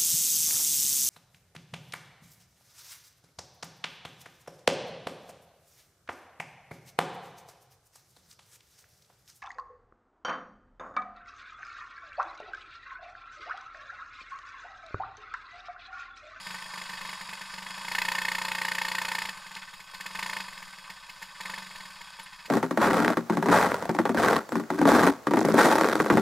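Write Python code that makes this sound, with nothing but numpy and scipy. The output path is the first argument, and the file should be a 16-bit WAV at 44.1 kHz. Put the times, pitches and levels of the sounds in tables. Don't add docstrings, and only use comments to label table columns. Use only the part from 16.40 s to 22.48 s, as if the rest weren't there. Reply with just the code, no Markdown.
import sys
import numpy as np
from scipy import signal
from scipy.fft import rfft, irfft, next_fast_len
from scipy.io import wavfile
from scipy.ndimage import uniform_filter1d, map_coordinates

SR = 44100
rng = np.random.default_rng(int(sys.argv[2]) if len(sys.argv) > 2 else 0)


def invert_db(level):
    return 10 ** (np.asarray(level, dtype=float) / 20)


def unload_wav(signal):
    wavfile.write(
        sys.argv[1],
        SR,
        np.round(np.clip(np.atleast_2d(signal).T, -1, 1) * 32767).astype(np.int16),
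    )


N = 268128

# pitch_hz, level_db (per Hz)
ROAD_RUMBLE = [(10, 1), (25, -15), (35, -2.5), (50, -25), (70, -18), (200, -29), (300, -33), (15000, -35)]
# start_s, level_db
FLOOR_KNOCKS = [
    (3.151, -28.5),
]
# start_s, length_s, from_hz, to_hz, level_db
BRAKE_SQUEAKS = [
    (5.83, 0.0048, 10200, 10900, -50),
    (5.835, 0.01, 10700, 11200, -45.5),
]
# time_s, speed_rpm
CRANK_SPEED = [(0.0, 3132.0), (0.888, 3000.0), (1.193, 2771.0), (1.431, 3516.0), (1.707, 3614.0),
               (2.692, 3590.0), (2.853, 3454.0), (2.94, 2777.0), (3.484, 1595.0), (3.601, 1985.0),
               (3.845, 3543.0), (3.991, 3285.0), (4.12, 2564.0), (4.603, 1804.0), (4.963, 1933.0),
               (5.095, 3001.0), (5.779, 1850.0), (6.08, 1828.0)]
# start_s, end_s, first_level_db, last_level_db
PULLS_UNDER_LOAD = [
    (.07, 1.14, -33.5, -34),
    (1.18, 1.38, -34, -34.5),
    (1.414, 1.55, -37.5, -21),
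    (1.58, 2.09, -20.5, -24),
    (2.12, 2.78, -23, -22.5),
    (2.82, 2.883, -24.5, -27.5),
    (3.552, 3.67, -32.5, -28),
    (3.79, 3.97, -26.5, -28),
    (5.016, 5.18, -28.5, -32.5),
    (5.22, 5.51, -37.5, -42),
]
# time_s, level_db
LONE_BURNS = [(.265, -37), (.5, -32), (.85, -45), (1.02, -33), (1.27, -35), (2.98, -38.5), (3.07, -38),
              (3.12, -37.5), (3.17, -34.5), (3.34, -38.5), (3.41, -38), (3.71, -38), (3.75, -30),
              (4, -28.5), (4.09, -36.5), (4.13, -37.5), (4.18, -38.5), (4.23, -38.5), (4.28, -43),
              (4.39, -41), (4.51, -34.5), (4.7, -35.5), (4.83, -31), (5.36, -35.5), (5.62, -36.5),
              (5.8, -34.5), (6.06, -35.5)]
FAILED_CHARGES = [.19, .3, .46, .58, .78, .97, 1.06, 1.1, 1.34]
# pitch_hz, width_hz, level_db
FRAME_MODES = [(895, 160, -9), (1541, 33, 11), (1774, 120, 0.5), (2558, 59, 5), (3000, 23, -7),
               (3316, 55, 6), (3780, 92, 2.5), (4525, 226, 1), (5010, 300, 2), (6890, 150, -2),
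               (8740, 180, -5), (9820, 310, -6.5)]
# pitch_hz, level_db (per Hz)
RATTLE_FLOOR = [(300, -57.5), (550, -6.5), (740, -11.5), (958, 5), (1150, 6.5), (1400, -8), (2390, -5),
                (4090, -17), (5300, -18), (6000, -47), (7000, -9), (10500, -29), (15200, -41), (15500, -55)]
# pitch_hz, width_hz, level_db
EXHAUST_MODES = [(884, 116, -2.5), (1013, 43, 0.5), (1517, 67, 0.5), (1793, 69, 3), (2000, 57, -1.5),
                 (2130, 104, -2), (2566, 77, 0), (2910, 59, -3), (3386, 193, -6), (4303, 100, -7),
                 (4854, 204, -9.5), (7090, 600, -14), (9050, 320, -21.5), (9900, 550, -25.5),
                 (11200, 780, -24.5)]
# pitch_hz, level_db (per Hz)
BLAST_FLOOR = [(200, -37), (500, -26), (750, -20), (924, -7), (1350, -9), (1680, -42), (2200, -14),
               (3070, -22.5), (4320, -11), (5200, -13.5), (6000, -38), (10600, -29), (15000, -25),
               (16000, -54)]
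# pitch_hz, level_db
STROKE_PULSE = [(30, -11), (60, -22), (130, 9), (190, 5.5), (235, -43), (400, -41), (550, -13), (800, -42)]
# pitch_hz, level_db
BURN_PULSE = [(70, -10.5), (150, -17.5), (230, -32.5), (330, -8.5), (480, -10), (750, -21), (900, 12.5),
              (1000, 5.5), (1200, 6.5), (1400, -25), (1900, -24), (2400, -15), (3200, -48)]
# pitch_hz, width_hz, level_db
HEADER_MODES = [(460.5, 31, -0.5), (540, 7.3, 4), (644, 29, 1.5), (872, 21, -19), (900.6, 14.6, 15),
                (895, 32, 4.5), (1783, 160, 5)]
# pitch_hz, width_hz, level_db
MUFFLER_CHAMBERS = [(965, 130, -3), (1810, 150, 5), (2150, 220, 1), (1530, 120, -8)]


def unit(x):
    return x / np.sqrt(np.mean(x ** 2) + 1e-20)


def along(points, hz):
    f, v = np.transpose(points)
    return np.interp(np.log(hz + 1), np.log(f + 1), v)


def filtered(x, response):
    m = next_fast_len(N + SR // 2)
    hz = np.fft.rfftfreq(m + m % 2, 1 / SR)[:m // 2 + 1]
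    return irfft(rfft(x, m) * response(hz), m)[..., :N]


def highpass(hz, order):
    return lambda f: 1 / (1 + (hz / (f + 1)) ** order)


def causal(gain):
    c = irfft(np.log(gain + 1e-6))
    c[1:len(c) // 2] *= 2
    c[len(c) // 2 + 1:] = 0
    return np.exp(rfft(c))


def resonator(f, hz, width_hz):
    return (1j * f * width_hz / (hz ** 2 - f * f + 1j * f * width_hz)) ** 2


def colour(peaks, spectrum, valley_db, low_hz):
    def response(f):
        ring = 0
        for hz, width, db in peaks:
            damping = (f * width) ** 2
            ring = ring + invert_db(db) ** 2 * damping / ((hz * hz - f * f) ** 2 + damping + 1)
        floor = invert_db(valley_db + along(spectrum, f)) ** 2
        return causal(np.sqrt(ring / (1 + (low_hz / (f + 1)) ** 8) + floor))
    return response


def exhaust_colour():
    air = colour(EXHAUST_MODES, BLAST_FLOOR, valley_db=-2, low_hz=815)
    gain = np.sqrt(np.mean(np.abs(air(np.fft.rfftfreq(8192, 1 / SR))) ** 2))
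    return lambda f: air(f) / gain


def pulses(times, sizes):
    return np.bincount(np.clip((times * SR).astype(int), 0, N - 1), sizes, N)


def gust(u, rise, fall):
    return (1 - np.exp(-(u / rise) ** 2)) * np.exp(-(u / fall) ** 2.8)


def road():
    lumps = invert_db(1.5 * map_coordinates(rng.standard_normal(40), [np.arange(N) * 5 / SR]))
    return unit(lumps * filtered(rng.standard_normal(N), lambda f: invert_db(along(ROAD_RUMBLE, f))))


def floor_knock():
    t = np.arange(N) / SR
    knock = np.zeros(N)
    for start, db in FLOOR_KNOCKS:
        knock += invert_db(db) * gust(np.clip(t - start, 0, 1), rise=0.00027, fall=.005)
    return invert_db(1) * filtered(knock * rng.standard_normal(N), lambda f: resonator(f, 3500, 3000))


def brake_squeak():
    out = np.zeros(N)
    for start, length, from_hz, to_hz, db in BRAKE_SQUEAKS:
        u = np.linspace(0, 1, int(length * SR))
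        phase = 2 * np.pi * length * (from_hz * u + (to_hz - from_hz) * u * u / 2)
        out[int(start * SR):][:len(u)] += invert_db(db) * np.sin(np.pi * u) ** .5 * np.sin(phase)
    return out


def cycles():
    s, rpm = np.transpose(CRANK_SPEED)
    t = np.arange(N) / SR
    done = .13 + np.cumsum(np.interp(t, s, rpm)) / (120 * SR)
    loudest = np.interp(np.arange(int(done[-1]) + 2), done, t)
    burn_db = np.full(len(loudest), -120.)
    scatter = rng.standard_normal(len(loudest))
    for start, end, first_db, last_db in PULLS_UNDER_LOAD:
        on = (loudest > start - .018) & (loudest < end + .018)
        burn_db[on] = np.interp(loudest[on], [start, end], [first_db, last_db]) + 0.5 * scatter[on]
    for s, db in LONE_BURNS + [(s, -120) for s in FAILED_CHARGES]:
        burn_db[np.argmin(np.abs(loudest - s))] = db
    done = done + .215
    return done, np.interp(np.arange(len(loudest)), done, t), burn_db


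def levels(times, burn_db):
    idle_rpm, cold_db, warm_db = 3005, -35, -34.5
    octaves = np.log2(np.interp(times, *np.transpose(CRANK_SPEED)) / idle_rpm)
    heat = np.clip((burn_db - cold_db) / (warm_db - cold_db), 0, 1)
    heat = np.maximum(heat, 0.3 * np.roll(heat, 1))
    puff_db = -45 + 5.9 * octaves + 5.3 * heat
    rattle_db = -47 + 8.1 * octaves + 1.39 * heat
    boom_db = -52.5 + 8.1 * octaves + 5.47 * heat
    bright_db = 4.5 * octaves - 1.5 * np.clip(times - 5.9, 0, None)
    return puff_db, rattle_db, boom_db, bright_db


def running_gear(angle, seat_db, rattle_db, bright_db):
    ticks = invert_db(1.52 * unit(uniform_filter1d(rng.standard_normal(N), size=90)))
    seats = 1 + .6 * invert_db(seat_db) * gust((angle - .62) % 1, rise=.04, fall=.14)
    clatter = rng.standard_normal(N + 512) * np.pad(ticks * seats, (0, 512))
    z = signal.stft(clatter, nperseg=512)[2]
    patches = uniform_filter1d(rng.standard_normal(z.shape), size=8, axis=0)
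    patches = uniform_filter1d(patches, size=10, axis=1)
    loose = signal.istft(z * invert_db(1.08 * unit(patches)), nperseg=512)[1][:N]
    gear = unit(filtered(loose, colour(FRAME_MODES, RATTLE_FLOOR, valley_db=2, low_hz=840)))
    top = filtered(gear, highpass(9600, 6))
    return invert_db(rattle_db + 2) * (gear + top * (invert_db(bright_db) - 1))


def housing_boom(times, burn_db, boom_db, kick_db):
    kicks = pulses(times, invert_db(boom_db + 57 + kick_db) * (.5 + .5 * (burn_db > -60)))
    return filtered(kicks, lambda f: resonator(f, 187, 21))


def stroke_pump(arrival, breath):
    return filtered(pulses(arrival, breath ** 0.22 * invert_db(-8.5)), lambda f: causal(invert_db(along(STROKE_PULSE, f))))


def puffs(air, stroke, angle, breath, burn_db):
    flow = (breath * np.where(burn_db > -60, .6, 1))[stroke] * gust(angle, rise=0.093, fall=0.54)
    dull = lambda f: air(f) / (1 + (f / 8000) ** 4) ** .5
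    return invert_db(2.5) * filtered(rng.standard_normal(N) * flow, dull)


def burn_pressure(arrival, rate, burn_db, boom_db, chance_db):
    size = invert_db(.5 * burn_db + .5 * boom_db + 32.5 + 1.04 * chance_db) * np.clip((burn_db + 50) / 11, 0, 1)
    push = filtered(pulses(arrival, size), colour(HEADER_MODES, BURN_PULSE, valley_db=-2.0, low_hz=425))
    echo = filtered(push, lambda f: 0.8 * np.exp(-2j * np.pi * f * 0.0144) / (1 + (f / 600) ** 4))
    chambers = lambda f: sum(invert_db(db) * resonator(f, hz, width) for hz, width, db in MUFFLER_CHAMBERS)
    lag_s = .0011 * (30 / rate) ** 3
    bark = filtered(pulses(arrival + lag_s, invert_db(burn_db + 33 + 1.1 * chance_db)), chambers)
    return push + echo + bark


def jet_hiss(air, blast, angle, burn):
    jet = unit(filtered(rng.standard_normal(N), lambda f: air(f) / (1 + (3000 / (f + 1)) ** 4) ** .5))
    flow = gust(blast, rise=0.11, fall=0.22) + invert_db(-15.0) * gust(blast, rise=0.14, fall=0.81)
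    fizz = unit(filtered(rng.standard_normal(N), lambda f: air(f) * highpass(9500, 8)(f)))
    load = uniform_filter1d(burn, size=1500) * (1 + 0.29 * np.cos(4 * np.pi * angle))
    return invert_db(-6) * burn * flow * jet + invert_db(-37.0) * load * fizz


def bangs(air, stroke, blast, burn, rate, arrival):
    since_arrival = np.arange(N) - (arrival * SR).astype(int)[stroke]
    habit = rng.standard_normal(SR // 5)[since_arrival]
    habit = filtered(habit, highpass(1300, 8))
    lumps = invert_db(2.2 * unit(uniform_filter1d(rng.standard_normal(N), size=24)))
    crackle = unit((0.45 * rng.standard_normal(N) + 0.62 * habit) * lumps)
    burst = gust(blast, rise=1.2 / rate[stroke], fall=.19)
    tail = invert_db(-12) * gust(blast, rise=.15, fall=.6)
    blow = crackle * burn * (burst + tail)
    slow = np.clip((27 - rate[stroke]) / 20, 0, .7)
    sharp = filtered(blow * (1 - slow), lambda f: air(f) / (1 + (f / 3300) ** 4) ** .5)
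    dull = filtered(blow * slow, lambda f: air(f) / (1 + 1j * f / 1400) ** 2)
    return invert_db(-2.2) * (sharp + dull)


def engine():
    done, times, burn_db = cycles()
    stroke, angle = done.astype(int), done % 1
    puff_db, rattle_db, boom_db, bright_db = levels(times, burn_db)
    chance = rng.standard_normal((len(times), 3))
    air = exhaust_colour()
    burn = invert_db(burn_db)[stroke]
    breath = invert_db(puff_db + 1.6 * chance[:, 0])
    rate = 1 / np.clip(np.gradient(times), .03, .08)
    late = 0.004256 * (rate - 12)
    blast = np.clip(angle - late[stroke], 0, 1)
    arrival = times + late / rate
    wander = arrival + .00009 * chance[:, 1]
    t = np.arange(N) / SR
    rattle_db, bright_db = np.interp(t, times, rattle_db), np.interp(t, times, bright_db)

    mix = invert_db(0.27 * rattle_db - 44.5) * road()
    mix = mix + running_gear(angle, 3 * chance[stroke, 2], rattle_db, bright_db)
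    mix = mix + housing_boom(times, burn_db, boom_db, chance[:, 0])
    mix = mix + stroke_pump(wander, breath)
    mix = mix + puffs(air, stroke, angle, breath, burn_db)
    mix = mix + burn_pressure(wander, rate, burn_db, boom_db, chance[:, 2])
    mix = mix + jet_hiss(air, blast, angle, burn)
    return mix + bangs(air, stroke, blast, burn, rate, arrival)


def scene():
    mono = floor_knock() + brake_squeak() + engine()
    return np.array([mono, mono])


def top_cut(x):
    return signal.sosfilt(signal.butter(12, 16360, fs=SR, output="sos"), x)


def record(dry):
    def inputs(f):
        left, right = 1 + 0 * f, 1j * f / (130 + 1j * f)
        return np.array([left, right]) * (f < 15850) / (1 + (f / 15330) ** 200)
    return top_cut(filtered(dry, inputs))


dry = scene()
out = record(dry)
unload_wav(out)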